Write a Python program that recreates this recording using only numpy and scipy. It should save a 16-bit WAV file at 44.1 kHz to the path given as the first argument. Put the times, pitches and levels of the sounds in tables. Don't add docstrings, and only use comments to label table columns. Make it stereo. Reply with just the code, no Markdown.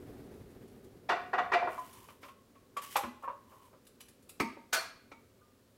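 import sys
import numpy as np
from scipy import signal
from scipy.fft import rfft, irfft, next_fast_len
from scipy.io import wavfile
from scipy.ndimage import uniform_filter1d

SR = 44100
rng = np.random.default_rng(int(sys.argv[2]) if len(sys.argv) > 2 else 0)


def master(y):
    cut = np.clip(np.atleast_2d(y).T, -1, 1)
    pcm = np.round(cut * 32767)
    wavfile.write(sys.argv[1], SR, pcm.astype(np.int16))


N = 254456
TIME = np.arange(N) / SR
RING = np.arange(int(0.6 * SR)) / SR
PORT_GAP_M, SOUND_M_PER_S = 0.099, 343
LEFT_LAG_S = 0.05e-3
GRAZE_S = 0.004
REST_DB = -53
TOP_HZ = 15800


def undb(db):
    return 10 ** (np.asarray(db) / 20)


def unit(x):
    return x / np.sqrt(np.mean(np.sum(x ** 2, axis=-1)))


def level(x, db):
    return x * undb(db) / np.sqrt(np.mean(x ** 2))


def on_log(points, hz):
    f, value = np.transpose(points)
    return np.interp(np.log(hz + 1), np.log(f), value)


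def filtered(x, gain):
    n = x.shape[-1]
    return irfft(rfft(x) * gain(np.fft.rfftfreq(n, 1 / SR)), n)


def resonance(f, hz, width_hz):
    return 1 / (1 + ((f - hz) / width_hz) ** 2)


def wobble(size, rate_hz):
    noise = rng.standard_normal(size)
    return level(filtered(noise, lambda f: np.exp(-f / rate_hz)), 0)


def diffuse(size, spectrum=None):
    alike = lambda f: np.sinc(2 * f * PORT_GAP_M / SOUND_M_PER_S) * 0.96
    mid = filtered(rng.standard_normal(size), lambda f: np.sqrt(1 + alike(f)))
    side = filtered(rng.standard_normal(size), lambda f: np.sqrt(1 - alike(f)))
    pair = np.array([mid + side, mid - side])
    if spectrum is None:
        return pair
    return filtered(pair, lambda f: undb(on_log(spectrum, f)))


def fade(t60_s):
    return np.exp(-np.log(1000) * RING / t60_s)


def even(x, width_hz=70):
    n = x.shape[-1]
    size = next_fast_len(2 * n, True)
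    spectrum = rfft(x, size)
    power = np.mean(np.abs(spectrum) ** 2, axis=0)
    power = uniform_filter1d(power, int(width_hz * size / SR) + 1)
    return irfft(spectrum / np.sqrt(power), size)[:, :n]


def add(out, s, sound, db):
    i = int((s - GRAZE_S) * SR)
    sound = unit(sound)[:, :N - i] * np.sqrt(0.03 * SR)
    out[:, i:i + sound.shape[1]] += undb(db) * sound


def to_right(x, db, above_hz=700):
    tilt_db = np.array([[-0.5], [0.5]]) * db
    lag_s = np.array([[LEFT_LAG_S], [0]])
    shade = lambda f: undb(tilt_db * f ** 2 / (f ** 2 + above_hz ** 2))
    return filtered(x, lambda f: shade(f) * np.exp(-2j * np.pi * f * lag_s))


# [f/Hz, t60/s]
KITCHEN_T60 = [(150, 0.34), (400, 0.39), (1000, 0.43), (2800, 0.55), (7000, 0.36), (16000, 0.3)]


def kitchen(early_db, tail_db, early_t60_s=0.068):
    noise, tail = diffuse(len(RING)), 0
    centres_hz = np.geomspace(125, 16000, 8)
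    for hz, share in zip(centres_hz, np.eye(len(centres_hz))):
        band = filtered(noise, lambda f: on_log(np.c_[centres_hz, share], f))
        tail = tail + band * fade(on_log(KITCHEN_T60, hz))
    early = diffuse(len(RING)) * fade(early_t60_s) * (1 - fade(0.0022))
    tail = tail * (1 - fade(0.051))
    response = undb(early_db) * unit(early) + undb(tail_db) * unit(tail)
    response[:, 0] += 1
    return response


def body(modes, dense, dense_db, dense_t60_s, rise_s, low_hz, scatter_db=2.95):
    hz, db, t60_s = np.transpose(modes)[:, :, None]
    weight, detune, sign = rng.standard_normal((len(hz), 3)).T[:, :, None]
    swing = np.sign(sign) * np.sin(2 * np.pi * hz * (1 + 0.0018 * detune) * RING)
    clear = np.sum(undb(db + scatter_db * weight) * fade(t60_s) * swing, axis=0)
    wash = rng.standard_normal((1, len(RING))) * fade(dense_t60_s)
    wash = even(wash, width_hz=75)[0]
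    wash = filtered(wash, lambda f: undb(on_log(dense, f))) * fade(0.31)
    ring = unit(clear) + undb(dense_db) * unit(wash)
    ring = ring * (1 - np.exp(-RING / rise_s))
    return signal.sosfilt(signal.butter(3, low_hz, "high", fs=SR, output="sos"), ring)


def strike(ring, room, bright_hz, rattle_s, bounce=0.47, graze_db=-22, count=4):
    graze = rng.standard_normal(int(GRAZE_S * SR))
    graze *= undb(graze_db) * np.linspace(0, 1, len(graze)) ** 2
    rebounds = np.zeros(int(rattle_s * SR) + 1)
    place, size = rng.random((count, 2)).T
    rebounds[(place * rattle_s * SR).astype(int)] = bounce * np.cos(2 * np.pi * size)
    force = np.r_[graze, 1, rebounds]
    soften = signal.butter(2, min(bright_hz, 0.45 * SR), fs=SR, output="sos")
    echoes = even(signal.fftconvolve(room, force[None], axes=1))
    return signal.fftconvolve(signal.sosfilt(soften, ring)[None], echoes, axes=1)


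def bounces(s, db, bright_hz, bounce, count):
    gap_s, step_db, kept = bounce
    rows = [(s + k * gap_s, db + k * step_db, bright_hz * kept ** k) for k in range(count)]
    return rows[:1] + [row for row in rows[1:] if row[1] > REST_DB]


def blows(contacts, ring, room, rattle_s):
    out = np.zeros((2, N))
    for s, db, bright_hz in contacts:
        add(out, s, strike(ring(), room, bright_hz, rattle_s), db)
    return out


# [f/Hz, level/dB]
TONE_SPECTRUM = [(15, -55), (25, -6), (59, -17), (102, 3.5), (149, -15), (180, -4), (285, -1.5), (326, -23),
                 (363, -23), (516, -2.5), (775, -19), (1130, -12.5), (1370, -15.5), (8360, -22.5),
                 (16000, -24)]
# [f/Hz, level/dB]
RUMBLE_SPECTRUM = [(15, -43), (25, -14.5), (102, -2), (153, -7.5), (285, -2), (326, -10), (373, -1),
                   (607, -16.5), (714, -17), (1020, -25.5), (1840, -25.5), (2990, -32), (7310, -40),
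                   (12200, -36.5), (16000, -41)]
# [t/s, level/dB]
RUMBLE_DECAY = [(0, -49), (1.05, -56.5), (1.7, -59), (2.3, -65), (5.0, -66), (5.77, -71)]


def background(waver_db=1.28):
    rumble_db = np.interp(TIME, *np.transpose(RUMBLE_DECAY))
    rumble_db = rumble_db + waver_db * wobble(N, rate_hz=25)
    rumble = level(diffuse(N, RUMBLE_SPECTRUM), 0) * undb(rumble_db)
    return level(diffuse(N, TONE_SPECTRUM), -66) + rumble


# [t/s, level/dB]
CLEAR_TICKS = [(1.93, -57), (2.769, -49.5), (2.964, -35), (3.868, -58.5), (4.006, -50.5), (4.084, -58),
               (4.293, -50)]
# [f/Hz, level/dB]
TICK_SPECTRUM = [(300, -12.5), (1200, -3.5), (2500, 2.5), (4500, -1), (7000, 0), (11000, 3.5),
                 (16000, -6.5)]
# [start t/s, length t/s, level/dB]
FINGER_SPANS = [(0.334, .55, -67), (3.549, .7, -68.5)]


def ticks(scatter_db=3.0, count=4):
    out, room = np.zeros((2, N)), kitchen(early_db=4.0, tail_db=-2.5)
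    faint = []
    for start_s, length_s, db in FINGER_SPANS:
        for k in range(count):
            s = start_s + length_s * (k + rng.random()) / count
            faint.append((s, db + scatter_db * rng.standard_normal()))
    for s, db in CLEAR_TICKS + faint:
        ring = diffuse(len(RING), TICK_SPECTRUM)[0] * fade(0.026)
        add(out, s, strike(ring, room, bright_hz=16000, rattle_s=0.0091), db)
    return to_right(out, db=2.0)


# [t/s, level/dB, brightness f/Hz]
CLATTER_HITS = [(1.091, -25.5, 3700), (1.116, -27.5, 2300), (1.332, -27, 1970), (1.381, -25, 2220),
                (1.518, -27, 2800), (1.533, -22, 2950), (1.622, -32.5, 774), (1.672, -32.5, 1270)]
# (gap t/s, level step/dB, share of brightness kept)
CLATTER_BOUNCE = (.019, -10, 0.45)
# [f/Hz, level/dB, t60/s]
CLATTER_RING = [(374.4, -13, 0.12), (520, -14, 0.28), (690.4, -1, 0.1), (720.6, 4, 0.1), (916, -11.5, 0.1),
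                (1061, 2, 0.064), (1158, -5, 0.056), (1336, -12, 0.041), (1472, 0.5, 0.074),
                (1783, -12, 0.12), (1890, -5.5, 0.13), (1936, -7.5, 0.21), (2342, -2.5, .08),
                (2800, -10, 0.12), (3520, -13.5, 0.12)]
# [f/Hz, level/dB]
CLATTER_WASH = [(100, -8), (250, -18), (420, -4.5), (580, -7.5), (850, 2), (1500, -0.5), (2400, -3),
                (3000, -10.5), (5000, -12), (9000, -18), (16000, -11.5)]


def clatter():
    ring = lambda: body(CLATTER_RING, CLATTER_WASH, dense_db=2.5, dense_t60_s=0.052,
                        rise_s=0.00077, low_hz=240)
    contacts = []
    for s, db, bright_hz in CLATTER_HITS:
        contacts += bounces(s, db, bright_hz, CLATTER_BOUNCE, count=2)
    room = kitchen(early_db=8.0, tail_db=2.0)
    return to_right(blows(contacts, ring, room, rattle_s=0.008), db=1.5)


# [start t/s, length t/s, grit level/dB, lid hum level/dB]
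CAN_SLIDES = [(1.671, 0.55, -58, -61), (2.208, 0.13, -62.5, -68), (2.814, 0.058, -46, -58),
              (2.854, 0.091, -51.5, -78), (2.902, 0.089, -48, -79), (3.222, 0.044, -64, -50.5),
              (3.471, 0.28, -67, -63.5)]
# [f/Hz, level/dB]
GRIT_SPECTRUM = [(500, -3), (2000, 11), (4000, 5), (8000, 6.5), (12000, 7.5), (16000, 3.5)]
PUSH_ATTACK, PUSH_EASE_DB_PER_S, PUSH_RELEASE = 0.1, -4.5, 0.35


def slides(grain_db=2.0, uneven_db=0.7, lid_hz=1030, lid_width_hz=110,
           wall_hz=3000, wall_width_hz=150, wall_db=3):
    out = np.zeros((2, N))
    wall = lambda f: 1 + undb(wall_db) * resonance(f, wall_hz, wall_width_hz)
    lid = lambda f: resonance(f, lid_hz, lid_width_hz)
    for s, length_s, grit_db, hum_db in CAN_SLIDES:
        near = (TIME > s) & (TIME < s + length_s)
        t = TIME[near] - s
        push = np.interp(t / length_s, [0, PUSH_ATTACK, 1 - PUSH_RELEASE, 1], [0, 1, 1, 0])
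        ease_db = PUSH_EASE_DB_PER_S * (t - length_s / 2)
        push = push * undb(ease_db + uneven_db * wobble(len(t), rate_hz=15))
        catches = undb(grain_db * wobble(len(t), rate_hz=280))
        grit = filtered(diffuse(len(t), GRIT_SPECTRUM) * catches, wall)
        hum = filtered(diffuse(len(t)) * catches, lid)
        out[:, near] += push * (level(grit, grit_db) + level(hum, hum_db))
    return to_right(out, db=2.5)


# [t/s, level/dB, lid pitch f/Hz, wall clack level/dB, brightness f/Hz]
CAN_KNOCKS = [(1.779, -37.5, 1017, -22, 1800), (2.086, -54, 1050, 7, 4560), (2.231, -49, 1054, 6, 5500),
              (2.284, -53, 1093, 2, 4500), (2.553, -61, 1106, -4, 4000), (2.768, -35, 1128, -5, 5440),
              (2.957, -26.5, 835, -0.5, 4870), (2.984, -38.5, 803, -14, 1980),
              (3.034, -39.5, 1056, -1, 2300), (3.236, -39.5, 1084, -5.5, 1570),
              (3.277, -36.5, 970, -3.5, 1290), (3.296, -43.5, 978, -2.5, 1190), (3.52, -56, 1089, 4, 1090),
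              (3.73, -59.5, 987, 14, 900), (5.41, -65.5, 1206, -16, 1510)]
# [multiple of lid pitch, relative level/dB, share of lid t60]
LID_RING = [(1.001, 6.5, 0.91), (1.09, -27, 0.63), (1.22, -0.5, 0.33), (1.62, -10, 0.52), (2.15, -17, 0.87),
            (2.851, -10, 0.96)]
# [f/Hz, level/dB]
WALL_WASH = [(100, -18), (250, -9), (420, -8), (560, 9.5), (700, -4), (1150, 9), (1700, -3.5), (2400, 1.5),
             (4000, -8.5), (7000, -9), (16000, -9)]
KNOCK_DB, LID_T60_S, LID_DB_PER_HALVING = -36, 0.099, 17


def knocks():
    out, room = np.zeros((2, N)), kitchen(early_db=-1.5, tail_db=-8.5)
    for s, db, lid_hz, clack_db, bright_hz in CAN_KNOCKS:
        t60_s = LID_T60_S * 2 ** ((KNOCK_DB - db) / LID_DB_PER_HALVING)
        modes = np.array(LID_RING) * [lid_hz, 1, t60_s]
        ring = body(modes, WALL_WASH, clack_db, dense_t60_s=0.18, rise_s=0.00021, low_hz=220)
        add(out, s, strike(ring, room, bright_hz, rattle_s=0.0078, bounce=0.46), db)
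    return to_right(out, db=3.0)


# [t/s, level/dB]
SLAB_THUDS = [(3.033, -41.5), (4.401, -34.5)]
# [f/Hz, level/dB, t60/s]
SLAB_RING = [(199.6, -13, 0.16), (226.5, 1, 0.12), (251, 5.5, 0.082), (330, -0.5, 0.06), (390, -3.5, 0.06)]
# [f/Hz, level/dB]
SLAB_WASH = [(40, -16), (130, -24), (300, -9), (500, -20), (1000, -27), (4000, -51.5)]


def thuds(room):
    slab = lambda: body(SLAB_RING, SLAB_WASH, dense_db=-4.0, dense_t60_s=0.092,
                        rise_s=0.0036, low_hz=44.7)
    contacts = [(s, db, 400) for s, db in SLAB_THUDS]
    return blows(contacts, slab, room, rattle_s=0.0024)


# [t/s, level/dB, brightness f/Hz]
LANDINGS = [(4.400, -28.3, 11100), (4.568, -50, 550), (5.117, -49.5, 5500)]
# (gap t/s, level step/dB, share of brightness kept)
LANDING_BOUNCE = (.017, -12, 0.32)
# [f/Hz, level/dB, t60/s]
CAN_RING = [(443, -7.5, 0.083), (557, -2, 0.077), (917, 4, 0.16), (972, -3, 0.14), (1209, -1, 0.16),
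            (1300, 6, 0.073), (2180, -5, 0.29), (2250, -5, 0.24), (2370, -4, 0.16), (2540, -12, 0.26),
            (3750, -21, .12)]
# [f/Hz, level/dB]
CAN_WASH = [(130, -26), (250, 5), (700, -5), (1200, 3.5), (1600, -6), (2200, 4.5), (3000, -12),
            (4200, -10.5), (8000, -16), (16000, -15.5)]


def set_downs():
    room = kitchen(early_db=1.5, tail_db=-5.5)
    can = lambda: body(CAN_RING, CAN_WASH, dense_db=6.5, dense_t60_s=0.032,
                       rise_s=0.00076, low_hz=226)
    contacts = []
    for s, db, bright_hz in LANDINGS:
        contacts += bounces(s, db, bright_hz, LANDING_BOUNCE, count=2)
    return to_right(blows(contacts, can, room, rattle_s=0.005) + thuds(room), db=1.0)


# [f/Hz, level/dB, t60/s]
RIM_RING = [(661, -11, 0.1), (890, -21.5, 0.17), (1246, -8.5, 0.22), (1344, -3.5, 0.057), (1490, 4.5, 0.08),
            (1642, 2.5, 0.082), (1780, -14, 0.08), (2364, -16, .3), (2433, -20, 0.54), (4040, -9, 0.1),
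            (4360, -5, 0.093), (5750, -12, 0.049)]
# [f/Hz, level/dB]
RIM_WASH = [(100, -14), (300, -12.5), (600, -7), (1400, 1), (2800, -4.5), (4400, -4), (6500, -5),
            (10000, -5.5), (14000, -9.5), (16000, -8.5)]
# (gap t/s, level step/dB, share of brightness kept)
RIM_CHATTER = (.0155, -3.86, 0.47)
CRACK_S, CRACK_DB, CRACK_HZ = 4.728, -26, 14100


def crack():
    ring = lambda: body(RIM_RING, RIM_WASH, dense_db=6.5, dense_t60_s=0.05,
                        rise_s=0.0019, low_hz=232)
    contacts = bounces(CRACK_S, CRACK_DB, CRACK_HZ, RIM_CHATTER, count=4)
    room = kitchen(early_db=2.7, tail_db=-2.2)
    return to_right(blows(contacts, ring, room, rattle_s=0.012), db=2.5)


def scene():
    return background() + ticks() + clatter() + slides() + knocks() + set_downs() + crack()


def record(dry):
    return signal.sosfilt(signal.ellip(10, 0.2, 70, TOP_HZ, fs=SR, output="sos"), dry)


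dry = scene()
out = record(dry)
master(out)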